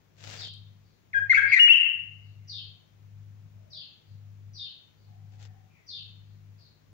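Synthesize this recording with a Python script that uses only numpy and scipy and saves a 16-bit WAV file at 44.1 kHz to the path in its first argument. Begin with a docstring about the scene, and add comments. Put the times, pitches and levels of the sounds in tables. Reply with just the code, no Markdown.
"""A hard-walled indoor aviary. Close by, a bulbul whistles one loud, quick phrase, pure on the high
notes and rasping where its membranes flutter. Further off come five thin, harsh falling chirps, both
sides of the syrinx sounding at once, and faint cheeps and coos. Wings flutter twice, with a few light
ticks. Underneath, a low electrical hum swells and fades about once a second over rumble and room air.
Everything leans left, and an automatic gain control ducks the mix under the phrase."""
import sys
import numpy as np
from scipy import signal
from scipy.fft import rfft, irfft
from scipy.io import wavfile
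from scipy.ndimage import uniform_filter1d

SR = 44100
rng = np.random.default_rng(int(sys.argv[2]) if len(sys.argv) > 2 else 0)


def master_out(mix):
    """Clip the mix to full scale and print it as 16-bit PCM to the path in sys.argv[1]."""
    frames = np.transpose(np.atleast_2d(mix))
    ceiling = np.clip(frames, -1, 1)
    pcm = np.round(ceiling * 32767).astype(np.int16)
    wavfile.write(sys.argv[1], SR, pcm)


N = 305602
TIME = np.arange(N) / SR

# The bulbul's phrase, one syllable a row; roughness runs from 0 to 1:
# start_s, length_s, slide_s, bend_s, opening_hz, held_hz, closing_hz, level_db, roughness
SYLLABLES = [ (1.131, .068, .023, 0.02, 2536, 1627, 1564, -16.5, 0.06),
             (1.294, .043, .017, .020, 1986, 2121, 1310, -1, 0.09),
             (1.339, 0.037, 0.0083, 0.023, 2750, 2200, 2102, -1.5, 0.75),
             (1.368, .034, .010, .010, 1900, 1621, 1540, -2.5, 0.52),
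             (1.517, 0.038, 0.02, 0.01, 2684, 2100, 2190, 4, .8),
             (1.556, 0.038, 0.0075, 0.018, 2140, 1967, 1544, -2, 0.7),
             (1.587, 0.083, .017, .030, 1752, 2888, 2856, 2, 0.06),
             (1.677, 0.061, 0.031, 0.022, 1218, 2734, 3127, 4.5, 0.07)]
# How strongly throat and beak pass an overtone: frequency_hz, gain_db
THROAT_EQ = [(3000, -28.5), (3500, -30.5), (4300, -33.5), (5000, -49.5), (5800, -41), (6600, -41),
             (7600, -51), (8600, -53.5), (10000, -56), (11300, -37), (12300, -59), (15000, -46)]
# Colour of the breath in rough syllables: frequency_hz, gain_db
BREATH_EQ = [(1000, -29.5), (2500, -1.5), (4300, 0), (5500, -2), (6700, -2.5), (9000, -23), (11500, -21.5),
             (13500, -26), (15500, -28)]
# Harsh chirps, with the lower voice's basic slide:
# start_s, length_s, lead_in_s, level_db, opening_hz, held_hz
CHIRPS = [(.362, 0.11, 0.0077, -36.5, 4810, 3716), (2.471, 0.14, .007, -36.5, 4907, 3660),
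          (3.7, .148, 0.0096, -39.5, 4630, 3430), (4.531, .146, 0.0119, -36, 4804, 3690),
          (5.862, 0.14, .013, -37.5, 4830, 3645)]
# A far bird's thin cheeps: start_s, level_db
CHEEPS = [(0.827, -70), (1.465, -41), (2.211, -70), (4.04, -70), (4.958, -69.5), (6.23, -72.5),
          (6.569, -57)]
# Far coos and whistles, nearly level in pitch: start_s, length_s, pitch_hz, level_db
FAR_CALLS = [(3.49, 0.35, 630, -66), (5.052, .14, 775, -63), (5.223, 0.47, 785, -65.5),
             (5.448, 0.095, 1870, -67.5), (5.688, 0.094, 2470, -63.5), (5.75, 0.055, 2150, -62)]
# Swells of wing noise; the last two run together: start_s, length_s, peak_db
FLUTTERS = [(0.138, .40, -46.5), (5.285, 0.11, -70), (5.366, 0.13, -59.5)]
# Colour of feathers brushing the air: frequency_hz, gain_db
WING_EQ = [(60, -34), (130, -8), (300, -25), (450, -21), (700, -18), (1100, -28.5), (1600, -20.5),
           (3500, -20.5), (7400, -25.5), (8300, -45), (11000, -49.5), (13500, -58), (15500, -38)]
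# Light ticks, as of claws on a perch: start_s, level_db
TICKS = [(0.306, -56), (0.328, -65), (0.536, -54.5)]
# Partials of the mains hum: harmonic_number, gain_db
HUM_PARTIALS = [(1, -29), (2, -1), (3, -17), (4, -31.5)]
# Swells of the hum: start_s, end_s, rise_s, fall_s, level_db
HUM_SWELLS = [(.13, 0.965, .12, .26, -49.5), (1.04, 1.63, .17, 0.15, -48), (1.889, 2.85, .23, .16, -49.5),
              (2.81, 3.87, .31, 0.27, -48.5), (4.03, 4.72, .09, .18, -47.5), (4.92, 5.81, .19, .31, -48.5),
              (5.831, 6.8, .25, .27, -51), (6.81, 7.6, .13, .2, -50)]
# Colour of the low rumble: frequency_hz, gain_db
RUMBLE_EQ = [(20, -26.5), (45, -5.5), (70, -5), (120, -0.5), (180, -2.5), (260, -20.5), (450, -52)]
# Colour of the room air: frequency_hz, gain_db
AIR_EQ = [(120, -24), (220, -9.5), (400, -13), (600, -16.5), (1100, -20.5), (2400, -22), (4400, -27.5),
          (6800, -28), (8200, -42), (11000, -40.5), (13800, -36.5), (15000, -29), (15800, -27.5)]
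# Time the room takes to die away by 60 dB: frequency_hz, decay_s
ROOM_DECAY = [(300, 0.34), (1500, 0.61), (2800, 0.6), (4500, 0.37), (7000, 0.26), (12000, 0.33)]


def bulbul(jitter=.05, burr_hz=270, burr_swing=.045, burr_db=2, clear_hz=2300, leak_db=-28, hiss_db=-32):
    """A whistle, pure on the high notes; on the rough ones the membranes flutter and air hisses past."""
    voice, breath, undertone = np.zeros((3, N))
    for start, length, *shape in SYLLABLES:
        i = span(start, start + length)
        hz, db, rough = syllable(TIME[i] - start, *shape)
        burr = np.sin(phase_of(burr_hz * (1 + .31 * drift(100, len(i)))))
        phase = phase_of(hz * (1 + rough * (burr_swing * burr + jitter * drift(210, len(i)))))
        level = from_db(db + burr_db * rough * (burr - 3.5)) * fades(TIME[i], .002)
        # rough notes are richer in overtones
        overtones = sum(from_db(at_hz(THROAT_EQ, k * hz) + 6 * rough - 3 * (k - 2)) * np.sin(k * phase)
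                        for k in range(2, 7))
        # low notes alternate strong and weak cycles, which adds partials at half multiples
        lowness = ramp(clear_hz - hz, 1000)
        voice[i] += level * (np.sin(phase) + overtones + lowness * from_db(-25) * np.sin(1.5 * phase))
        undertone[i] += level * lowness * from_db(-41) * np.sin(phase / 2)
        # a little air always leaks; it bursts at the roughest moments
        breath[i] += level * (rough ** 3 + from_db(leak_db))
    hiss = from_db(hiss_db) * breath * noise(BREATH_EQ, correlation=.9)[0]
    hiss = wall_bounce(hiss, delay_s=.0018, echo_db=-1.5)
    return band_pass(voice, 1200, 13000, order=6) + undertone + hiss


def syllable(t, slide_s, bend_s, opening_hz, held_hz, closing_hz, db, rough,
             onset_db=19.5, sag_db_per_s=18.5, release_db=15, crack_octaves=.3):
    """Pitch, level and roughness of a note that slides in, holds and bends away."""
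    sliding = 1 - ramp(t, slide_s)
    closing = 1 - ramp(t[-1] - t, bend_s)
    hz = held_hz + (opening_hz - held_hz) * sliding ** 4 + (closing_hz - held_hz) * closing
    envelope_db = -onset_db * sliding ** 1.3 - sag_db_per_s * t - release_db * closing ** 2
    crack = .83 * ramp(np.log2(held_hz / hz), crack_octaves)   # the voice cracks below the held pitch
    return hz, db + envelope_db, rough + (1 - rough) * crack


def chirps(jitter=.031, buzz_hz=260, buzz_swing=.056, pulse_db=4, break_s=.02, release_s=.043,
           lower_slide_s=.066, upper_end_hz=3845):
    """Both sides of the syrinx slide down together; a thin lead-in breaks into an uneven buzz."""
    out = np.zeros(N)
    for start, length, lead_s, level_db, opening_hz, held_hz in CHIRPS:
        i = span(start, start + length)
        t = TIME[i] - start
        progress = ramp(t, length)
        lead_in = 1 - ramp(t - lead_s, break_s)
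        release = 1 - ramp(length - t, release_s)
        lower_hz = glide(ramp(t, lower_slide_s), opening_hz, held_hz, curve=.92)
        lower_hz *= 1 - .14 * (progress - .5) - .16 * release   # sinks throughout, drops at the end
        upper_hz = glide(progress, 1.082 * opening_hz, upper_end_hz, curve=.65)
        upper_hz *= 1 + .14 * lead_in   # sharp until the buzz breaks in
        db = level_db - 9.5 * lead_in - 3 * (1 - progress) - 9 * release   # starts soft, grows, lets go
        harsh = np.maximum(1 - lead_in, .4)
        for hz, voice_db in ((lower_hz, -7 * (1 - harsh)), (upper_hz, -6.5 * harsh)):
            buzz = np.sin(phase_of(buzz_hz * (1 + .27 * drift(156, len(i)))))
            phase = phase_of(hz * (1 + harsh * (buzz_swing * buzz + jitter * drift(250, len(i)))))
            flicker_db = pulse_db * harsh * drift(110, len(i))
            out[i] += np.sin(phase) * from_db(db + voice_db + flicker_db) * fades(TIME[i], .006)
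    return wall_bounce(band_pass(out, 2400, 5800, order=4), delay_s=.0019, echo_db=-7.5)


def far_calls(cheep_s=.125, cheep_from_hz=4674, cheep_to_hz=4076, sag=.043):
    """Faint falling cheeps, with coos and whistles that droop only a little."""
    cheeps = sum(slur(start, cheep_s, cheep_from_hz, cheep_to_hz, db, rasp=.075) for start, db in CHEEPS)
    coos = sum(slur(start, length, hz, hz * (1 - sag), db, rasp=.06)
               for start, length, hz, db in FAR_CALLS)
    return cheeps + coos


def slur(start, length, from_hz, to_hz, db, rasp):
    """One soft, slightly hoarse gliding note; low notes waver more slowly."""
    out, i = np.zeros(N), span(start, start + length)
    hz = np.geomspace(from_hz, to_hz, len(i)) * (1 + rasp * drift(.08 * from_hz, len(i)))
    out[i] = from_db(db) * np.sin(phase_of(hz)) * fades(TIME[i], length / 4)
    return out


def wings(beat_hz=29, beat_db=1, grain_db=3.5):
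    """Feathers brush the air in quick, grainy beats."""
    level = np.zeros(N)
    for start, length, db in FLUTTERS:
        i = span(start, start + length)
        beats = beat_db * np.cos(2 * np.pi * beat_hz * (TIME[i] - start - length / 2))
        level[i] += from_db(db + beats) * fades(TIME[i], length / 2)
    return noise(WING_EQ, correlation=.14) * level * from_db(grain_db * drift(320))


def ticks(decay_s=.0051):
    """Short, dry contacts, each a bright snap of noise."""
    bursts = sum(from_db(db) * (TIME >= start) * np.exp(-np.abs(TIME - start) / decay_s)
                 for start, db in TICKS)
    return band_pass(bursts * rng.standard_normal(N), 2500, 8500, order=2)


def hum(mains_hz=50.55, wobble=.005, flicker_db=1.6, steady_db=-49, follow=.4565):
    """Mains harmonics: the second swells deeply, the weaker ones follow it only in part."""
    swell_db = hum_swell_db()
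    phase = phase_of(mains_hz * (1 + wobble * drift(8.7)))
    out = np.zeros(N)
    for k, gain_db in HUM_PARTIALS:
        db = swell_db if k == 2 else steady_db + follow * (swell_db - steady_db)
        level = from_db(db + gain_db + flicker_db * drift(14))
        out += level * np.sin(k * phase + rng.uniform(0, 2 * np.pi))
    return np.sqrt(2) * out


def hum_swell_db(lull_db=-69):
    """Each swell rises out of the lull, holds and sinks back."""
    return lull_db + sum((db - lull_db) * ramp(TIME - start, rise) * ramp(end - TIME, fall)
                         for start, end, rise, fall, db in HUM_SWELLS)


def room_tone(rumble_db=-64, follow=.38, air_db=-68.42):
    """A bed of steady air, and a low rumble that rises with the hum."""
    swell_db = hum_swell_db()
    lift_db = follow * (swell_db - swell_db.mean())
    rumble = noise(RUMBLE_EQ, correlation=.21) * from_db(rumble_db + lift_db)
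    return rumble + noise(AIR_EQ, correlation=.033) * from_db(air_db)


def room_tail(predelay_s=.004, build_s=.0074):
    """Dense echoes of the hard walls: they build up quickly and ring longest in the mids."""
    t = TIME[:SR]
    edges_hz = np.geomspace(200, 16000, 11)
    tail = np.zeros((2, SR))
    for low, high in zip(edges_hz, edges_hz[1:]):
        band = band_pass(rng.standard_normal((2, SR)), low, high, order=2)
        tail += band * from_db(-60 * t / at_hz(ROOM_DECAY, np.sqrt(low * high)))
    spectrum = rfft(tail * ramp(t - predelay_s, build_s))
    # the walls return about equal power across the spectrum
    power = uniform_filter1d(np.abs(spectrum) ** 2, size=120, axis=1)
    tail = irfft(spectrum / np.sqrt(power + 1e-12), SR)
    return tail * fades(t, .004) * ramp(1 - t, .12) ** 2


def in_room(x, direct_db, reverb_db):
    """Direct sound and the room's stereo answer."""
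    reverb = signal.fftconvolve(x[None], room_tail(), axes=1)[:, :N]
    return from_db(direct_db) * x + from_db(reverb_db) * reverb


def wall_bounce(x, delay_s, echo_db):
    """A reflection from a nearby wall combs the spectrum."""
    return x + from_db(echo_db) * np.interp(TIME - delay_s, TIME, x)


def noise(eq, correlation):
    """Stereo noise at unit power, with a given colour and left-right likeness."""
    gain = from_db(at_hz(eq, np.fft.rfftfreq(N, 1 / SR)))
    mid, side = irfft(rfft(rng.standard_normal((2, N))) * gain, N)
    return unit_rms(np.sqrt(1 + correlation) * mid + np.sqrt(1 - correlation) * side * [[1], [-1]])


def drift(rate_hz, size=N):
    """Smooth random modulation at unit power, moving at about the given rate."""
    pole = np.exp(-2 * np.pi * rate_hz / SR)
    smooth = signal.lfilter([1], [1, -2 * pole, pole * pole], rng.standard_normal(size + SR))
    return unit_rms(smooth[SR:])


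def glide(progress, from_hz, to_hz, curve):
    """Slide between two pitches; a curve below 1 covers most of the way late."""
    return to_hz + (from_hz - to_hz) * (1 - progress) ** curve


def phase_of(hz):
    """Running phase of a moving pitch."""
    return 2 * np.pi * np.cumsum(hz) / SR


def ramp(x, length):
    """Rise from 0 to 1 over the given length, then hold."""
    return np.clip(x / length, 0, 1)


def fades(t, edge_s):
    """Soft fade in and out."""
    return np.sin(np.pi / 2 * ramp(np.minimum(t - t[0], t[-1] - t), edge_s)) ** 2


def span(start_s, end_s):
    """Sample indices between two times."""
    return np.arange(int(start_s * SR), min(N, int(end_s * SR)))


def band_pass(x, low_hz, high_hz, order):
    """Keep one band."""
    sos = signal.butter(order, [low_hz, high_hz], "band", fs=SR, output="sos")
    return signal.sosfilt(sos, x + 1e-18)


def at_hz(table, hz):
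    """Read a table on a log-frequency axis."""
    knots, values = np.transpose(table)
    return np.interp(np.log(np.maximum(hz, 1)), np.log(knots), values)


def pan(x, left_db):
    """Make the left side louder than the right."""
    return x * from_db([[left_db / 2], [-left_db / 2]])


def from_db(db):
    """Decibels to gain."""
    return 10 ** (np.asarray(db) / 20)


def unit_rms(x):
    """Scale to unit power."""
    return x / np.sqrt(np.mean(x ** 2) + 1e-20)


def scene():
    """The bulbul up front, other birds deeper in the reverb, hum beneath; all lean left."""
    near = pan(in_room(bulbul(), direct_db=-2.5, reverb_db=-6.5), left_db=9)
    further = pan(in_room(chirps() + far_calls(), direct_db=-6.5, reverb_db=-2.5), left_db=4.5)
    movement = pan(wings() + in_room(ticks(), direct_db=1, reverb_db=-8), left_db=8.5)
    return near + further + movement + pan(hum(), left_db=6) + pan(room_tone(), left_db=5.5)


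def record(dry, left_lag_samples=37, threshold_db=-12, squeeze=.6, attack_s=.0011,
           release_db_per_s=90, cutoff_hz=15700):
    """The left side runs slightly late; gain ducks on peaks and recovers steadily; the top is cut."""
    stereo = np.array([np.interp(TIME - left_lag_samples / SR, TIME, dry[0]), dry[1]])
    peak_db = 20 * np.log10(np.abs(stereo).max(axis=0) + 1e-9)
    cut_db = squeeze * np.maximum(peak_db - threshold_db, 0)
    recovery_db = release_db_per_s * TIME
    held_db = np.maximum.accumulate(cut_db + recovery_db) - recovery_db
    pole = np.exp(-1 / (attack_s * SR))
    duck_db = signal.lfilter([1 - pole], [1, -pole], held_db)
    high_cut = signal.ellip(12, .1, 90, cutoff_hz, fs=SR, output="sos")
    return signal.sosfilt(high_cut, stereo * from_db(-duck_db))


dry = scene()
out = record(dry)
master_out(out)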